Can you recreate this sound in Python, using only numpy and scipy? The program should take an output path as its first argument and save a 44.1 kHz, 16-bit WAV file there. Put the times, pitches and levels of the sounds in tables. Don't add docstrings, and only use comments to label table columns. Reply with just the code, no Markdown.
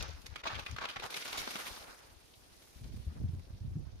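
import sys
import numpy as np
from scipy import signal
from scipy.fft import rfft, irfft
from scipy.io import wavfile
from scipy.ndimage import uniform_filter1d

SR = 44100
rng = np.random.default_rng(int(sys.argv[2]) if len(sys.argv) > 2 else 0)


def unload_wav(signal):
    wavfile.write(
        sys.argv[1],
        SR,
        np.round(np.clip(np.atleast_2d(signal).T, -1, 1) * 32767).astype(np.int16),
    )


def gain_from_db(level_db):
    decades = np.asarray(level_db, float) / 20
    return 10 ** decades


N = 4 * SR

# frequency in Hz, relative density in dB per Hz.
AIR_SPECTRUM = [(40, -34), (150, -4), (350, -0.5), (800, -6), (1350, -20.5), (3000, -37), (6600, -60)]
# time in seconds, swish level in dB, fine hiss level in dB, level of rubbing boughs in dB.
NEEDLE_LEVELS = [(0.0, -49, -95, -44.5), (0.2, -67, -72.5, -64.5), (0.39, -67, -81, -63.5),
                 (0.52, -59.5, -87, -53), (0.66, -60.5, -71, -62), (0.87, -63.5, -80, -60),
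                 (1.01, -62.5, -79, -69), (1.1, -51.5, -63, -46.5), (1.22, -50.5, -58, -56.5),
                 (1.36, -49, -61, -46), (1.54, -50.5, -58.5, -54), (1.75, -55.5, -60.5, -54.5),
                 (1.9, -61, -67, -55), (2.06, -68, -72.5, -64), (2.23, -70, -74, -72.5),
                 (2.72, -69, -71, -72.5), (2.92, -67, -72, -82), (3.12, -71, -76.5, -70),
                 (3.78, -72.5, -80.5, -73), (4.0, -73.5, -83, -72)]
# frequency in Hz, relative density in dB per Hz.
SWISH_SPECTRUM = [(400, -37), (1200, -10.5), (2200, -2), (4000, 1), (6000, -0.5), (7500, -16.5),
                  (9750, -38)]
# frequency in Hz, relative density in dB per Hz.
HISS_SPECTRUM = [(4410, -3.5), (7500, -2), (9280, 0), (11000, -1.5), (14200, -7), (15500, -10.5)]
# frequency in Hz, relative density in dB per Hz.
BOUGH_SPECTRUM = [(200, -26), (350, -5), (900, -2), (1500, -2.5), (2400, -11), (4000, -44)]
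# time in seconds, level in dB, left minus right in dB.
GUSTS = [(0.0, -38.5, 25), (0.05, -50, 25), (0.33, -51, 31), (0.45, -57.5, 7), (0.52, -50, 12),
         (0.62, -46, 25), (0.66, -65.5, 14), (0.72, -44, 3), (0.93, -64.5, 7), (1.05, -53.5, 2),
         (1.19, -83, 11), (1.38, -49, -5.5), (1.5, -71, 7), (1.8, -57, 0), (2.0, -66.5, 1), (2.13, -58, 1),
         (2.22, -64.5, 2), (2.745, -63, -2), (2.765, -49, -7), (2.98, -46, -2.5), (3.12, -44, 7),
         (3.25, -41.5, -3), (3.45, -50.5, 1.5), (3.7, -49, 2), (3.8, -45, -11), (4.0, -49.5, -6)]
# frequency in Hz, relative density in dB per Hz.
CALM_SPECTRUM = [(20, -3), (70, 0), (240, -21), (450, -31), (1170, -41), (1980, -120)]
# frequency in Hz, relative density in dB per Hz.
STRONG_SPECTRUM = [(20, -18), (64, -1.5), (104, -10.5), (244, -14.5), (682, -41.5), (1200, -72),
                   (2640, -120)]
# start in seconds, level at the louder port in dB, pitch in Hz,
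# left minus right in dB.
BUFFETS = [(.009, -25, 58.6, 24), (.022, -28, 64, 23), (0.086, -30.5, 82, 17), (0.136, -35.5, 61, 2),
           (0.287, -37.5, 83, 15), (0.315, -36, 75.6, 28), (.525, -36, 82, 15), (0.696, -31, 66.7, 14),
           (.724, -31, 106, 6), (2.756, -38, 76.5, 10), (2.811, -36.5, 114, 4.5), (2.91, -36, 99, -24),
           (2.953, -33, 85.4, -6), (2.979, -36, 98, -16), (3.066, -27, 81.4, 1), (3.194, -34, 80.4, -5),
           (3.223, -27, 88.6, -8), (3.238, -20, 89.8, 3), (3.286, -24.5, 89, -13), (3.332, -30, 71, -4),
           (3.364, -29, 76, 8), (3.527, -34, 81, -0.5), (3.607, -30, 82.7, -3), (3.645, -29, 127.8, -11),
           (3.672, -28, 70.5, 4), (3.708, -30, 78, 6), (3.755, -27, 150.5, 0), (3.789, -36, 130.5, -24),
           (3.86, -29, 66, -30), (3.935, -36, 64.5, 0.5)]
# time in seconds, level in dB before the common trim,
# centre in Hz, hiss against body in dB before its trim, length in seconds.
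SNAPS = [(.005, -30.5, 3060, -24, 0.015), (.024, -29.5, 4340, -10.5, 0.012), (.215, -52.5, 5000, -1, 0.015),
         (.260, -36, 4140, -9.5, 0.015), (.339, -42, 2400, -28, 0.012), (.357, -27.5, 2370, -21, 0.011),
         (.435, -30, 1930, -34, 0.018), (.592, -32.5, 2810, -14, .018), (.661, -26.5, 2590, -24.5, 0.012),
         (.710, -40, 5700, -7, 0.0099), (.762, -25.5, 1950, -21.5, .012), (.783, -26.5, 1680, -45, 0.0143),
         (.850, -25.5, 2410, -26, 0.015), (.995, -32.5, 2640, -18, 0.017), (1.102, -30, 3700, -3.5, 0.02),
         (1.121, -32, 1850, -27, 0.017), (1.141, -28, 2850, -14, 0.013), (1.222, -28.5, 2800, -30, 0.016),
         (1.254, -31, 3100, -31, 0.015), (1.275, -36, 4540, -7, .016), (1.324, -29, 3060, -10.5, 0.02),
         (1.414, -37.5, 2370, -5, 0.014), (1.453, -38, 3440, -27, 0.0068), (1.473, -25.5, 1110, -26, 0.015),
         (1.552, -26.5, 1970, -18, 0.02), (2.334, -51, 3680, -28, 0.027), (2.617, -56.5, 3480, -2, 0.022),
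         (2.838, -48.5, 4630, -16, 0.014), (2.958, -59.5, 4300, 2, 0.033), (3.391, -54, 2040, -8, 0.012)]
# time in seconds, level in dB before the common trim,
# centre in Hz, hiss against body in dB before its trim, length in seconds.
TEARS = [(.040, -44, 1430, -30, 0.051), (.380, -47, 2640, -19, 0.052), (.451, -27, 1208, -62, 0.045),
         (.468, -28, 3430, -54, 0.031), (.488, -32, 1310, -50, 0.061), (.522, -35.5, 1160, -32, .03),
         (.543, -32, 2310, -25, 0.035), (.575, -36.5, 1220, -31, 0.048), (.675, -41.5, 1500, -40, 0.036),
         (.804, -30, 1290, -34, 0.041), (.832, -29.5, 1170, -41, 0.038), (.883, -32.5, 2740, -18.5, 0.043),
         (.915, -45.5, 1790, -15, 0.047), (.958, -28.5, 1710, -46, 0.024), (1.021, -30, 930, -21.5, 0.044),
         (1.048, -34, 1150, -13, .04), (1.158, -32, 2660, -8.5, 0.038), (1.342, -33.5, 1090, -21, .035),
         (1.370, -30.5, 4260, -7.5, 0.04), (1.392, -40.5, 1750, -1, .045), (1.503, -39, 2400, -3.5, .035),
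         (1.585, -36.5, 1830, -6, 0.052), (1.652, -38, 2100, -4.5, 0.054)]
# frequency in Hz, relative density in dB per Hz.
WOOD_SPECTRUM = [(120, -30), (300, -16.5), (600, -17), (1100, -24), (3790, -15.5), (7500, -34),
                 (16500, -120)]
# frequency in Hz, relative level in dB, nominal ring time in seconds.
LIMB_MODES = [(650, 23, 0.025), (776, 22, 0.0096), (1170, 20, 0.024), (1330, 11.5, 0.0066),
              (2338, 4.5, 0.047), (2640, -11, 0.027), (3580, -14, 0.048), (3990, -17, 0.016)]
# start in seconds, level in dB, pitch in Hz.
THUDS = [(0.997, -45, 426), (1.04, -45.5, 124), (1.473, -40.5, 218), (1.553, -40.5, 229)]
# frequency in Hz, time to fall by 60 dB in seconds.
YARD_DECAY = [(300, 0.31), (1200, 0.8), (3500, 0.41), (12000, 0.074)]
# middle in seconds, length in seconds, depth in dB.
DIPS = [(0.345, 0.0091, -5), (0.426, 0.014, -10.5), (0.647, 0.011, -6), (0.764, 0.026, -5.5),
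        (1.101, 0.045, -8.5), (1.238, 0.022, -6)]


def evened(x):
    return x / np.sqrt(np.mean(x ** 2) + 1e-20)


def read(points, hz):
    f, value = np.transpose(points)
    return np.interp(np.log(hz + 1), np.log(f + 1), value)


def column(table, index, t):
    rows = np.array(table)
    return np.interp(t, rows[:, 0], rows[:, index])


def coloured(x, gain):
    return irfft(rfft(x) * gain, x.shape[-1])


def drift(seconds, shape):
    size = max(int(seconds * SR), 2)
    smooth = uniform_filter1d(rng.standard_normal(shape), size)
    return evened(uniform_filter1d(smooth, size))


def patchy(spectrum, patchy_db, flicker_db):
    frames, hz = N // 64 + 5, np.fft.rfftfreq(256, 1 / SR)
    z = rng.standard_normal((2, 129, frames)) + 1j * rng.standard_normal((2, 129, frames))
    patches = uniform_filter1d(rng.standard_normal((129, frames)), 10, axis=0)
    patches = evened(uniform_filter1d(patches, 24, axis=1))
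    flicker = evened(uniform_filter1d(rng.standard_normal(frames), size=9))
    z *= gain_from_db(read(spectrum, hz)[:, None] + patchy_db * patches + flicker_db * flicker)
    noise = signal.istft(z, nperseg=256, noverlap=192)[1]
    return evened(noise[:, :N])


def add(mix, s, sound):
    skip = max(-round(s * SR), 0)
    part = mix[:, max(round(s * SR), 0):][:, :sound.shape[1] - skip]
    part += sound[:, skip:skip + part.shape[1]]


def air():
    hz = np.fft.rfftfreq(N, 1 / SR)
    noise = rng.standard_normal((2, N))
    return gain_from_db(-68) * evened(coloured(noise, gain_from_db(read(AIR_SPECTRUM, hz))))


def twigs():
    PER_S, T60_S, RISE_S = 18, 0.036, 0.00084
    t, out = np.arange(900) / SR, np.zeros((2, N))
    for hz in np.geomspace(900, 5500, 8):
        strength = gain_from_db(1.6 * np.minimum(rng.exponential(1, N), 2.5))
        train = (rng.random(N) < PER_S / SR) * strength
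        rough = evened(uniform_filter1d(rng.standard_normal((2, 900)), size=12))
        envelope = gain_from_db(-60 * t / T60_S) * np.minimum(t / RISE_S, 1)
        ring = rough * np.sin(2 * np.pi * hz * t) * envelope
        out += signal.oaconvolve(train[None], ring, axes=1)[:, :N]
    return gain_from_db(-2.5) * evened(out)


def needles(t):
    ticks = 1 + 0.13 * np.clip(drift(0.00078, N) - 1.2, 0, 1.4) ** 2
    swish = patchy(SWISH_SPECTRUM, patchy_db=2.0, flicker_db=-1.0) + twigs()
    hiss = patchy(HISS_SPECTRUM, patchy_db=0.7, flicker_db=1.5)
    boughs = patchy(BOUGH_SPECTRUM, patchy_db=3.5, flicker_db=0)
    swish = swish * gain_from_db(column(NEEDLE_LEVELS, 1, t) + 1.0)
    hiss = hiss * gain_from_db(column(NEEDLE_LEVELS, 2, t) + 6.0)
    boughs = boughs * gain_from_db(column(NEEDLE_LEVELS, 3, t) - 0.5)
    return ticks * (swish + hiss) + boughs


def wind(t):
    CALM_DB, STRONG_DB = -54, -36
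    BOTH, STEADY = 0.14, 0.39
    LUMP_DB, LUMP_S, BUFFET_T60_S = 5.5, 0.012, 0.16
    hz, db = np.fft.rfftfreq(N, 1 / SR), column(GUSTS, 1, t)
    eddies = rng.standard_normal((2, N))
    eddies = eddies + BOTH * eddies[::-1]
    calm = evened(coloured(eddies, gain_from_db(read(CALM_SPECTRUM, hz))))
    strong = evened(coloured(eddies, gain_from_db(read(STRONG_SPECTRUM, hz))))
    hard = np.clip((db - CALM_DB) / (STRONG_DB - CALM_DB), 0, 1)
    flow = (1 - hard) * calm + hard * strong
    power = uniform_filter1d(uniform_filter1d(flow ** 2, size=1500), size=1500)
    swell = np.sqrt(power + 0.011)
    lumps = gain_from_db(LUMP_DB * drift(LUMP_S, (2, N)))
    lean = gain_from_db(np.clip(column(GUSTS, 2, t), -30, 30) * np.array([[.5], [-.5]]))
    lean = lean / np.sqrt((lean ** 2).mean(0))
    mix = gain_from_db(db) * lean * evened(flow / swell ** STEADY * lumps)
    for row in BUFFETS:
        add(mix, *thud(*row, BUFFET_T60_S))
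    return mix


def crack(start, db, centre_hz, treble_db, length, rise, fall):
    FIBRES_PER_S, FIBRE_SPREAD_DB, GRIT_DB, GRIT_S = 9000, 5.5, 1.8, .003
    WIDTH_OCT, BODY_DB, RING_DB, SPLINTER_DB = 0.42, 1, -2.5, -2.5
    LEVEL_TRIM_DB, HISS_TRIM_DB = -9, 3
    LIMB_SPREAD = .07
    size, length = 8192, np.clip(length, .004, .1)
    t, hz = np.arange(size) / SR, np.fft.rfftfreq(size, 1 / SR)
    u = t / length
    falling = np.exp(-((u - rise) / (0.71 * (1 - rise))) ** fall)
    shape = np.where(u < rise, (u / rise) ** 1.5, falling)
    draw = rng.random((3, 2, size))
    clicks = (draw[0] < FIBRES_PER_S / SR) * np.sign(draw[1] - .5)
    fibres = clicks * gain_from_db(-FIBRE_SPREAD_DB * np.log(draw[2] + 0.014))
    grit = gain_from_db(GRIT_DB * drift(GRIT_S, size))
    fibres = evened(fibres * grit * shape) * np.sqrt(np.mean(shape ** 2))

    hump = np.exp(-.5 * (np.log2((hz + 1) / centre_hz) / WIDTH_OCT) ** 2) * (hz < 7300)
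    limb = 1 + LIMB_SPREAD * (2 * draw[2, 0, 0] - 1)
    ring = 0
    for f, mode_db, ring_s in LIMB_MODES:
        nearness = np.exp(-.5 * (np.log2(f / centre_hz) / 0.48) ** 2)
        ring = ring + gain_from_db(mode_db) * nearness / (1 + 2j * (hz - f * limb) * ring_s / 1.4)
    loose_hz = np.minimum(centre_hz * 2 ** (1.15 * (2 * draw[0, 0, :6] - 1)), 6800)
    splinters = sum(1 / (1 + 2j * (hz - f) * 0.02 / 1.13) for f in loose_hz)
    low = evened(hump) + gain_from_db(BODY_DB) * evened(gain_from_db(read(WOOD_SPECTRUM, hz)))
    for modes, modes_db in ((ring, RING_DB), (splinters, SPLINTER_DB)):
        low = low + gain_from_db(modes_db) * modes / np.sqrt(np.mean(abs(modes) ** 2))
    low = low / np.sqrt(np.mean(abs(low) ** 2))
    high = gain_from_db(treble_db + HISS_TRIM_DB) * evened(gain_from_db(read(HISS_SPECTRUM, hz)))
    sound = gain_from_db(db + LEVEL_TRIM_DB) * coloured(fibres, low + high)
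    return start - .3 * rise * length, sound


def limbs():
    mix = np.zeros((2, N))
    for table, rise, fall in ((SNAPS, .33, 1.15), (TEARS, .25, 2.8)):
        for row in table:
            add(mix, *crack(*row, rise, fall))
    for row in THUDS:
        add(mix, *thud(*row, pan_db=0, t60=0.081))
    return mix + gain_from_db(-15.5) * yard(mix)


def thud(start, db, hz, pan_db, t60):
    t = np.arange(8192) / SR
    wobble = 1 + 0.16 * (drift(0.0081, 8192) + 0.75 * drift(0.0079, (2, 8192)))
    port_db = db + pan_db * np.array([[.5], [-.5]]) - .5 * abs(pan_db)
    level = gain_from_db(port_db - 60 * t / t60) * np.minimum(t * hz / 0.44, 1)
    turn = 2 * np.pi * np.cumsum(hz * wobble, axis=1) / SR
    return start, level * np.sin(turn + 0.35 * np.sin(turn))


def yard(x):
    taps = np.zeros((2, SR))
    at = np.arange(400, SR - 20, 20) + rng.integers(0, 20, (2, (SR - 401) // 20))
    np.put_along_axis(taps, at, rng.choice([-1., 1.], at.shape), 1)
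    hz, t, z = signal.stft(taps, SR, nperseg=256)
    t60 = np.maximum(read(YARD_DECAY, hz), .02)[:, None]
    tail = signal.istft(z * gain_from_db(-60 * t / t60), SR, nperseg=256)[1]
    return signal.fftconvolve(x, tail / np.linalg.norm(tail[0]), axes=1)[:, :N]


def scene():
    t = np.arange(N) / SR
    dip_db = sum(db * np.exp(-((t - s) / (.5 * length)) ** 4) for s, length, db in DIPS)
    return (limbs() + needles(t) + wind(t) + air()) * gain_from_db(dip_db)


def low_pass(x):
    return signal.sosfilt(signal.butter(12, 15680, fs=SR, output="sos"), x)


def record(dry):
    NOTCH_HZ, NOTCH_WIDTH_HZ, NOTCH_DEPTH = 7700, 330, .5
    BASS_CUT_HZ, EDGE_HZ = 24, 15620
    hz = np.fft.rfftfreq(N, 1 / SR)
    notch = 1 - NOTCH_DEPTH * np.exp(-((hz - NOTCH_HZ) / NOTCH_WIDTH_HZ) ** 2)
    bass_cut = (1j * hz / (BASS_CUT_HZ + 1j * hz)) ** 2
    mix = coloured(dry, notch * bass_cut * (hz < EDGE_HZ))
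    return low_pass(mix)


dry = scene()
out = record(dry)
unload_wav(out)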